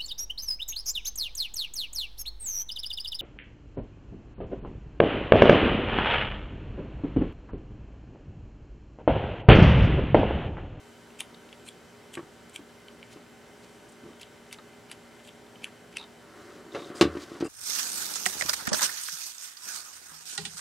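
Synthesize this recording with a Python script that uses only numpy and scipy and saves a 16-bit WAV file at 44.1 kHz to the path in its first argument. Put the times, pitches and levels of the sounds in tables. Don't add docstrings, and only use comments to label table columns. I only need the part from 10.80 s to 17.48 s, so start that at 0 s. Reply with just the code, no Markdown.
import sys
import numpy as np
from scipy import signal
from scipy.io import wavfile
from scipy.ndimage import uniform_filter1d

SR = 44100
rng = np.random.default_rng(int(sys.argv[2]) if len(sys.argv) > 2 else 0)


def log_audio(samples):
    frames = np.atleast_2d(samples).T
    limited = np.clip(frames, -1, 1)
    pcm = np.round(limited * 32767).astype(np.int16)
    wavfile.write(sys.argv[1], SR, pcm)


def volts_from_decibels(level):
    exponent = np.asarray(level, float) / 20
    return 10 ** exponent


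N = 294756


def evened(x):
    return x / np.sqrt(np.mean(x ** 2) + 1e-20)


def read(points, hz):
    f, value = np.transpose(points)
    return np.interp(np.log(hz + 1), np.log(f + 1), value)


def add(mix, s, sound):
    part = mix[max(round(s * SR), 0):][:len(sound)]
    part += sound[:len(part)]


def play(source, rows):
    out = np.zeros(N)
    for row in rows:
        add(out, *source(*row))
    return out


def ring(modes, seconds, favour_hz=None, favour_db=0, spread=0.16, loose=0., scatter=0.):
    hz, db, t60 = np.transpose(modes)[:, :, None]
    shift, phase = rng.standard_normal((len(modes), 2)).T[:, :, None]
    if favour_hz:
        db = db + favour_db * np.exp(-(np.log(hz / favour_hz) / spread) ** 2)
    t = np.arange(round(seconds * SR)) / SR
    wave = np.sin(2 * np.pi * hz * (1 + loose * shift) * t + scatter * phase)
    return (volts_from_decibels(db - 60 * t / t60) * wave).sum(0)


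def grit(size, per_s, uneven_db):
    hit, sign, strength = rng.random((size, 3)).T
    height = volts_from_decibels(-uneven_db * np.log(strength + 0.0035))
    return (hit < per_s / SR) * np.sign(sign - .5) * height


# frequency in Hz, level in dB per Hz.
AIR_COLOUR = [(20, -30), (45, -19), (75, -5.5), (120, -6), (230, -3), (420, -3.5), (700, -7.5),
              (1130, -11.5), (1520, -10), (2480, -16), (3340, -18), (6050, -22.5), (11000, -28.5),
              (16000, -38.5)]
# frequency in Hz, likeness (1 = same).
AIR_LIKENESS = [(60, 0.93), (180, 0.9), (550, 0.74), (1650, 0.81), (4970, 0.79), (15000, 0.9)]


def air():
    frames, hz = N // 256 + 5, np.fft.rfftfreq(1024, 1 / SR)
    a, b, c, d, patches = rng.standard_normal((frames, 513, 5)).T
    patches = evened(uniform_filter1d(uniform_filter1d(patches, 10, 0), 16, 1))
    same = np.clip(read(AIR_LIKENESS, hz), -1, 1)[:, None]
    left = a + 1j * b
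    right = same * left + np.sqrt(1 - same ** 2) * (c + 1j * d)
    z = np.array([left, right]) * volts_from_decibels(read(AIR_COLOUR, hz)[:, None] + 0.67 * patches)
    noise = signal.istft(z, nperseg=1024, noverlap=768)[1][:, :N]
    return volts_from_decibels(-53.5) * evened(noise)


FAN_MULTIPLES = (1, 2, 3, 4, 7, 10, 13, 16, 23, 26, 35, 37, 50, 52, 93, 101, 122, 126, 135, 140)
FAN_LEVELS = (-79, -70.5, -71.5, -60.5, -62, -67, -71, -71, -75.5, -71.5, -71, -79, -80, -71.5, -81, -78.5,
              -82, -78, -81, -82.5)


def fan():
    turn_hz, mains_hz, mains_db = 58.87, 360., -70
    t, out = np.arange(N) / SR, np.zeros((2, N))
    for hz, db in [*zip(turn_hz * np.array(FAN_MULTIPLES), FAN_LEVELS), (mains_hz, mains_db)]:
        slow = evened(uniform_filter1d(rng.standard_normal(N // 400 + 2), 5))
        waver = 1 + 0.29 * np.interp(np.arange(N) / 400, np.arange(len(slow)), slow)
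        start, apart = rng.random(2)
        phase = 2 * np.pi * (hz * t + start) + .5 * (apart - .5) * np.array([[-1], [1]])
        out += volts_from_decibels(db) * np.sqrt(2) * waver * np.sin(phase)
    return out


# frequency in Hz, level in dB, t60 in seconds.
SHELL_RINGS = [(1000, -13, .02), (1400, -15, .015), (2350, -1, .012), (2650, -3, .011), (3100, -2, .013),
               (3450, -4, .01), (3900, -8, .01), (4500, -9, .01), (5200, -12, .008), (6000, -11, .008)]
# frequency in Hz, level in dB, t60 in seconds.
SPRING_RINGS = [(6900, -6, .007), (7600, -2, .01), (8500, -1, .01), (9400, -2, .008), (10400, -2, .008),
                (11500, -6, .006), (13000, -14, .005), (14600, -23, .004)]


def switch_body(hz, treble_db):
    shell = evened(ring(SHELL_RINGS, .03, hz, favour_db=6.0, spread=.3, loose=0.018, scatter=1.98))
    position = evened(ring([(hz, 0, .009)], .03))
    spring = evened(ring(SPRING_RINGS, .03, loose=0.044, scatter=2.07))
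    position_db = -11.0 - .7 * treble_db
    both = shell + volts_from_decibels(position_db) * position + volts_from_decibels(treble_db - 1.5) * spring
    both = both * (1 - np.exp(-np.arange(len(both)) / SR / .00006))
    return signal.lfilter(*signal.butter(2, 1800, "highpass", fs=SR), both)


def tick(s, db, hz, treble_db, chatter_s=0.00093):
    t = np.arange(500) / SR
    swell = (1 - np.exp(-t / 0.00034)) * np.exp(-t / max(chatter_s, .0002))
    blow = 0.33 * rng.standard_normal(len(t)) * swell
    blow[22] += 1
    sound = np.convolve(blow, switch_body(hz, treble_db))
    loudest = np.sqrt(uniform_filter1d(sound ** 2, size=44).max())
    return s, volts_from_decibels(db - 6.5) * sound / loudest


# start in seconds, peak in dB, main ring in Hz.
PLAY_TICKS = [(.3042, -42.5, 2700), (0.4139, -33.5, 3600), (.6898, -41.5, 2650), (.7277, -32.5, 3000),
              (2.0832, -35.5, 3070), (2.2283, -31.5, 2350), (2.4638, -46, 2100), (3.744, -39, 2900),
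              (4.129, -40, 3100), (3.665, -45, 1700), (3.332, -46, 2000), (3.0, -47, 2100),
              (2.198, -47, 1700), (4.4, -45, 1700), (4.666, -46, 1800), (3.932, -46, 2400),
              (4.7566, -41.5, 3020)]


def knob_play():
    treble_db, chatter_s = -20, .0008
    return play(tick, [(*row, treble_db, chatter_s) for row in PLAY_TICKS])


def rub(s, length, db, hz, width):
    size = round(length * SR)
    r = np.exp(-np.pi * width / SR)
    poles = [1, -2 * r * np.cos(2 * np.pi * hz / SR), r * r]
    sound = signal.lfilter([1, 0, -1], np.convolve(poles, poles), grit(size, 5000, 3.8))
    return s, volts_from_decibels(db) * evened(sound) * signal.windows.tukey(size, .6)


# start in seconds, length in seconds, rms in dB.
CONTACT_SLIDES = [(.385, .03, -52), (0.845, .05, -58), (1.323, 0.044, -53), (1.729, 0.05, -55),
                  (2.714, 0.35, -71), (3.086, 0.018, -60), (3.118, .016, -60), (4.423, 0.076, -64),
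                  (6.634, 0.046, -52), (6.14, .08, -55)]


def contact_slides():
    centre_hz, width_hz = 8000, 3200
    return play(rub, [(*row, centre_hz, width_hz) for row in CONTACT_SLIDES])


# start in seconds, peak in dB, main ring in Hz, treble in dB,
# scrape level in dB relative to the snap.
DETENT_SNAPS = [(0.405, -18, 3120, -1, -21), (0.8876, -31.5, 3380, -4, -10.5),
                (1.3528, -28, 3170, -7.5, -15), (1.7601, -23, 3150, -5, -21), (2.3294, -43, 2420, -5, -10),
                (3.1208, -51, 2340, -2, -16), (3.4306, -33, 3170, -14, -20), (3.7272, -28, 2640, -2.5, -24),
                (4.1142, -28.5, 2580, -4.5, -24), (4.49, -35.5, 3130, -11.5, -13),
                (4.8428, -18, 2550, -9, -23), (5.1693, -19.5, 2540, -14, -20)]


def scrape(s, db, hz, treble_db, length, below_db):
    t = np.arange(-3528, 1764) / SR
    length = max(length, .003)
    push = np.where(t < 0, np.exp(t / length * 2), 0.64 * np.exp(-t / 0.0041))
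    ground = signal.fftconvolve(grit(len(t), 3500, 1.8), switch_body(hz, treble_db + 1.5))
    return s + t[0], volts_from_decibels(db + below_db) * push * evened(ground[:len(t)])


def detents():
    out = np.zeros(N)
    for s, db, hz, treble_db, below_db in DETENT_SNAPS:
        climb_s = .016 - .0005 * (db + 20)
        add(out, *tick(s, db, hz, treble_db))
        add(out, *scrape(s, db, hz, treble_db, climb_s, below_db))
    return out


# start in seconds, peak in dB.
SPRING_CATCHES = [(.391, -35), (0.7955, -49), (0.8635, -46), (1.339, -32.5), (1.73, -48), (1.7474, -44),
                  (3.3962, -42), (3.4146, -35), (3.7115, -40), (4.0971, -41.5), (4.3924, -47),
                  (4.4498, -43), (4.4732, -43), (4.8194, -46), (4.85, -40), (5.126, -42), (5.1394, -42),
                  (5.1644, -41)]


def spring_catches():
    hz, treble_db, chatter_s = 2500, -9, .0025
    return play(tick, [(*row, hz, treble_db, chatter_s) for row in SPRING_CATCHES])


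# start in seconds, length in seconds, rms in dB, centre in Hz.
HOUSING_CREAKS = [(1.3702, 0.012, -39, 1600), (3.203, 0.14, -51, 280), (3.783, 0.022, -54, 1400),
                  (.398, .03, -51, 900), (4.849, 0.043, -52.5, 1480), (5.183, .08, -54.5, 1000),
                  (5.942, 0.055, -36.5, 540), (5.942, .035, -41.5, 1400)]


def housing_creaks():
    return play(rub, [(*row, .6 * row[-1]) for row in HOUSING_CREAKS])


# start in seconds, peak in dB.
CLIP_TAPS = [(0.5444, -41.5), (3.7853, -41), (5.1824, -31), (5.1964, -35), (5.2114, -36), (5.226, -39),
             (5.239, -40), (5.9209, -41), (6.0447, -39)]


def clip_taps():
    hz, treble_db, chatter_s = 3800, -28, .003
    return play(tick, [(*row, hz, treble_db, chatter_s) for row in CLIP_TAPS])


# frequency in Hz, level in dB, t60 in seconds.
TABLE_RINGS = [(80.7, -17.5, 0.55), (160, -12.5, 0.19), (221, -10.5, 0.13), (290, -4.5, 0.22),
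               (345.1, 2.5, 0.098), (430, -3, 0.087), (487, -15.5, 0.13), (567.6, -9, 0.14),
               (720, -18.5, 0.19)]
# frequency in Hz, level in dB, t60 in seconds.
HOUSING_RINGS = [(760, -13, .07), (870, -11, .07), (1000, -6, .08), (1141, -1, .11), (1281, -5, .07),
                 (1525, -3, .05), (1760, -8, .045), (1900, -9, .045), (2200, -9, .03), (2610, -6, .03),
                 (2770, -7, .03), (2955, -3, .022), (3250, -7, .022), (3520, -4, .035), (3880, -4, .03),
                 (4140, -7, .028), (4500, -8, .02), (4835, -6, .032), (5200, -10, .02), (5960, -11, .018),
                 (6900, -11, .015), (8000, -9, .012), (9500, -14, .01), (11500, -18, .008),
                 (14000, -25, .006)]


def knock(s, db, hz, housing_db, edge):
    t = np.arange(4400) / SR
    contact = max(.3 / hz * (1 - .025 * db), .0003)
    push = t / contact * np.exp(-t / contact * 3)
    wood = signal.fftconvolve(push, ring(TABLE_RINGS * np.array([1, 1, .8]), .3, hz, favour_db=7.5))
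    wood = np.diff(wood, prepend=0)

    dull = signal.butter(2, min(1000 * 2 ** edge, 15000), fs=SR)
    rattle = grit(len(t), 5000, 1.96) * (.5 * np.exp(-t / 0.0052) + .13 * np.exp(-t / 0.024))
    rattle[8] += 1
    rattle = signal.lfilter(*dull, rattle)
    held = np.array([1, 1, .5])
    plastic = signal.fftconvolve(rattle, ring(HOUSING_RINGS * held, .3, loose=0.02, scatter=1.5))

    crack = rng.standard_normal(len(plastic))
    crack = signal.lfilter(*signal.butter(2, [900, 5200], "bandpass", fs=SR), crack)
    crack = signal.lfilter(*dull, crack) * np.exp(-np.arange(len(plastic)) / SR / .011)
    shell = plastic / abs(plastic).max() + volts_from_decibels(-7) * crack / abs(crack).max() * 2
    return s, volts_from_decibels(db) * (wood / abs(wood).max() + volts_from_decibels(housing_db) * shell)


# start in seconds, peak in dB, favoured table ring in Hz, housing in dB.
HOUSING_ROCKS = [(1.3716, -29, 344, -10), (1.3795, -31, 290, -12), (1.392, -30.5, 335, -12),
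                 (1.428, -40, 160, -17), (1.792, -37.5, 334, -14), (1.802, -41.5, 300, -14),
                 (2.146, -45, 166, -18), (2.361, -36.5, 267, -13), (3.239, -43, 246, -13),
                 (3.262, -37.5, 263, -13), (3.288, -40.5, 304, -14), (3.786, -52, 240, 9)]


def housing_rocks():
    edge = .35
    return play(knock, [(*row, edge) for row in HOUSING_ROCKS])


# start in seconds, peak in dB, ring in Hz, treble in dB, chatter in seconds.
SPRING_PING = (1.695, -43, 3060, 9, .0018)


def spring_ping():
    return play(tick, [SPRING_PING])


# start in seconds, length in seconds, rms in dB.
BROAD_RUBS = [(2.3, 0.055, -59), (2.82, .04, -61), (3.398, 0.034, -53.5), (3.723, 0.023, -47.5),
              (4.113, 0.02, -49.5), (5.5, 0.37, -63), (5.885, 0.26, -56.5), (6.138, 0.085, -51.5),
              (6.24, .44, -58), (6.39, 0.065, -50.5), (6.597, 0.024, -51)]


def broad_rubs():
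    centre_hz, width_hz = 3800, 7500
    return play(rub, [(*row, centre_hz, width_hz) for row in BROAD_RUBS])


# start in seconds, length in seconds, rms in dB, centre in Hz.
WIRE_SQUEAKS = [(5.173, 0.076, -53, 3780), (5.888, 0.25, -59, 3700), (6.145, 0.055, -54, 4950),
                (6.635, 0.05, -54, 2700), (6.635, .05, -56, 4900)]


def wire_squeaks():
    return play(rub, [(*row, .1 * row[-1]) for row in WIRE_SQUEAKS])


# time in seconds, table rumble in dB, housing rasp in dB.
DRAG_LEVELS = [(5.4, -68, -59), (5.502, -52, -54), (5.612, -50.5, -50), (5.94, -47.5, -57),
               (6.04, -44.5, -57), (6.14, -41.5, -45.5), (6.28, -37, -44), (6.472, -48, -52),
               (6.68, -44, -49.5)]


def drag():
    s, *levels = np.transpose(DRAG_LEVELS)
    t = np.arange(s[0], s[-1], 1 / SR)
    bodies = np.diff(ring(TABLE_RINGS, 0.028)), ring(HOUSING_RINGS[:8], 0.0052)
    out = np.zeros(len(t))
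    for db, body, per_s in zip(levels, bodies, (500, 2500)):
        body = (body - body.mean()) * np.hanning(len(body))
        sound = signal.fftconvolve(grit(len(t), per_s, 1.1), body)[:len(t)]
        out += volts_from_decibels(np.interp(t, s, db) - 4.5) * evened(sound)
    return s[0], out * signal.windows.tukey(len(t), .02)


# start in seconds, peak in dB, favoured table ring in Hz, housing in dB,
# rattle edge in octaves above 1 kHz.
PART_DROPS = [(5.865, -43, 342, -15, .4), (5.94, -38, 400, -4, .8), (5.948, -28, 430, -4, 1.9),
              (5.964, -32, 390, -6, 1.6), (5.99, -33.5, 500, -5, 1.4), (6.02, -34.5, 245, -8, 1.2),
              (6.102, -30.5, 317, -16, 1.2), (6.121, -38, 330, -10, .6), (6.211, -6, 362, -4.5, 3.6),
              (6.2165, -12, 400, -9, 2.4), (6.226, -9.5, 270, -15, 1.5), (6.239, -13.5, 320, -14, 2),
              (6.253, -17, 150, -17, 1.4), (6.262, -25, 82, -14, 1.2), (6.286, -27, 300, -14, 0.97),
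              (6.352, -29, 330, -13, 0.71), (6.369, -25.5, 288, -12, 1.1), (6.517, -31, 353, -15, 0.43),
              (6.552, -35.5, 285, -5.5, 0.55), (6.607, -22.5, 280, -11, 2.4), (6.625, -17, 362, -22, .8),
              (6.652, -24.5, 406, -14, 0.58)]


def part_drops():
    return play(knock, PART_DROPS)


def switch():
    ticks = knob_play() + detents() + spring_catches() + clip_taps() + spring_ping()
    rubs = contact_slides() + housing_creaks() + broad_rubs() + wire_squeaks()
    return ticks + rubs


def table():
    out = housing_rocks() + part_drops()
    add(out, *drag())
    return signal.sosfilt(signal.butter(2, 75, "highpass", fs=SR, output="sos"), out)


# frequency in Hz, t60 in seconds.
ROOM_DECAY = [(100, 0.14), (500, 0.12), (2000, 0.17), (6000, 0.12), (14000, 0.14)]


def room(x):
    taps = np.zeros((2, SR // 2))
    at = np.arange(90, SR // 2 - 20, 8)
    at = at + rng.integers(0, 8, (2, len(at)))
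    np.put_along_axis(taps, at, rng.choice([-1., 1.], at.shape), 1)
    hz, t, z = signal.stft(taps, SR, nperseg=256)
    decay = volts_from_decibels(-60 * t / read(ROOM_DECAY, hz)[:, None])
    mid, side = signal.istft(z * decay, SR, nperseg=256)[1]
    spread = 0.13
    tail = np.array([mid + spread * side, mid - spread * side]) / np.linalg.norm(mid)
    return signal.fftconvolve(x[None], tail, axes=1)[:, :N]


def scene():
    clicks, bumps = switch(), table()
    near = clicks + bumps
    glance = volts_from_decibels(-25.0) * np.roll(near - np.roll(near, shift=3), 40) * np.array([[1], [-1]])
    wet = room(volts_from_decibels(-11.5) * clicks + volts_from_decibels(-13.0) * bumps)
    return near * volts_from_decibels(np.array([[.2], [-.2]])) + glance + wet + air() + fan()


def roll_off(x):
    return signal.sosfilt(signal.butter(12, 16500, fs=SR, output="sos"), x)


def record(dry):
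    band = signal.sosfilt(signal.butter(2, 45, "highpass", fs=SR, output="sos"), dry)
    band = signal.oaconvolve(band, signal.firwin(255, 16100, fs=SR)[None], "same")
    return roll_off(band)


dry = scene()
out = record(dry)
log_audio(out)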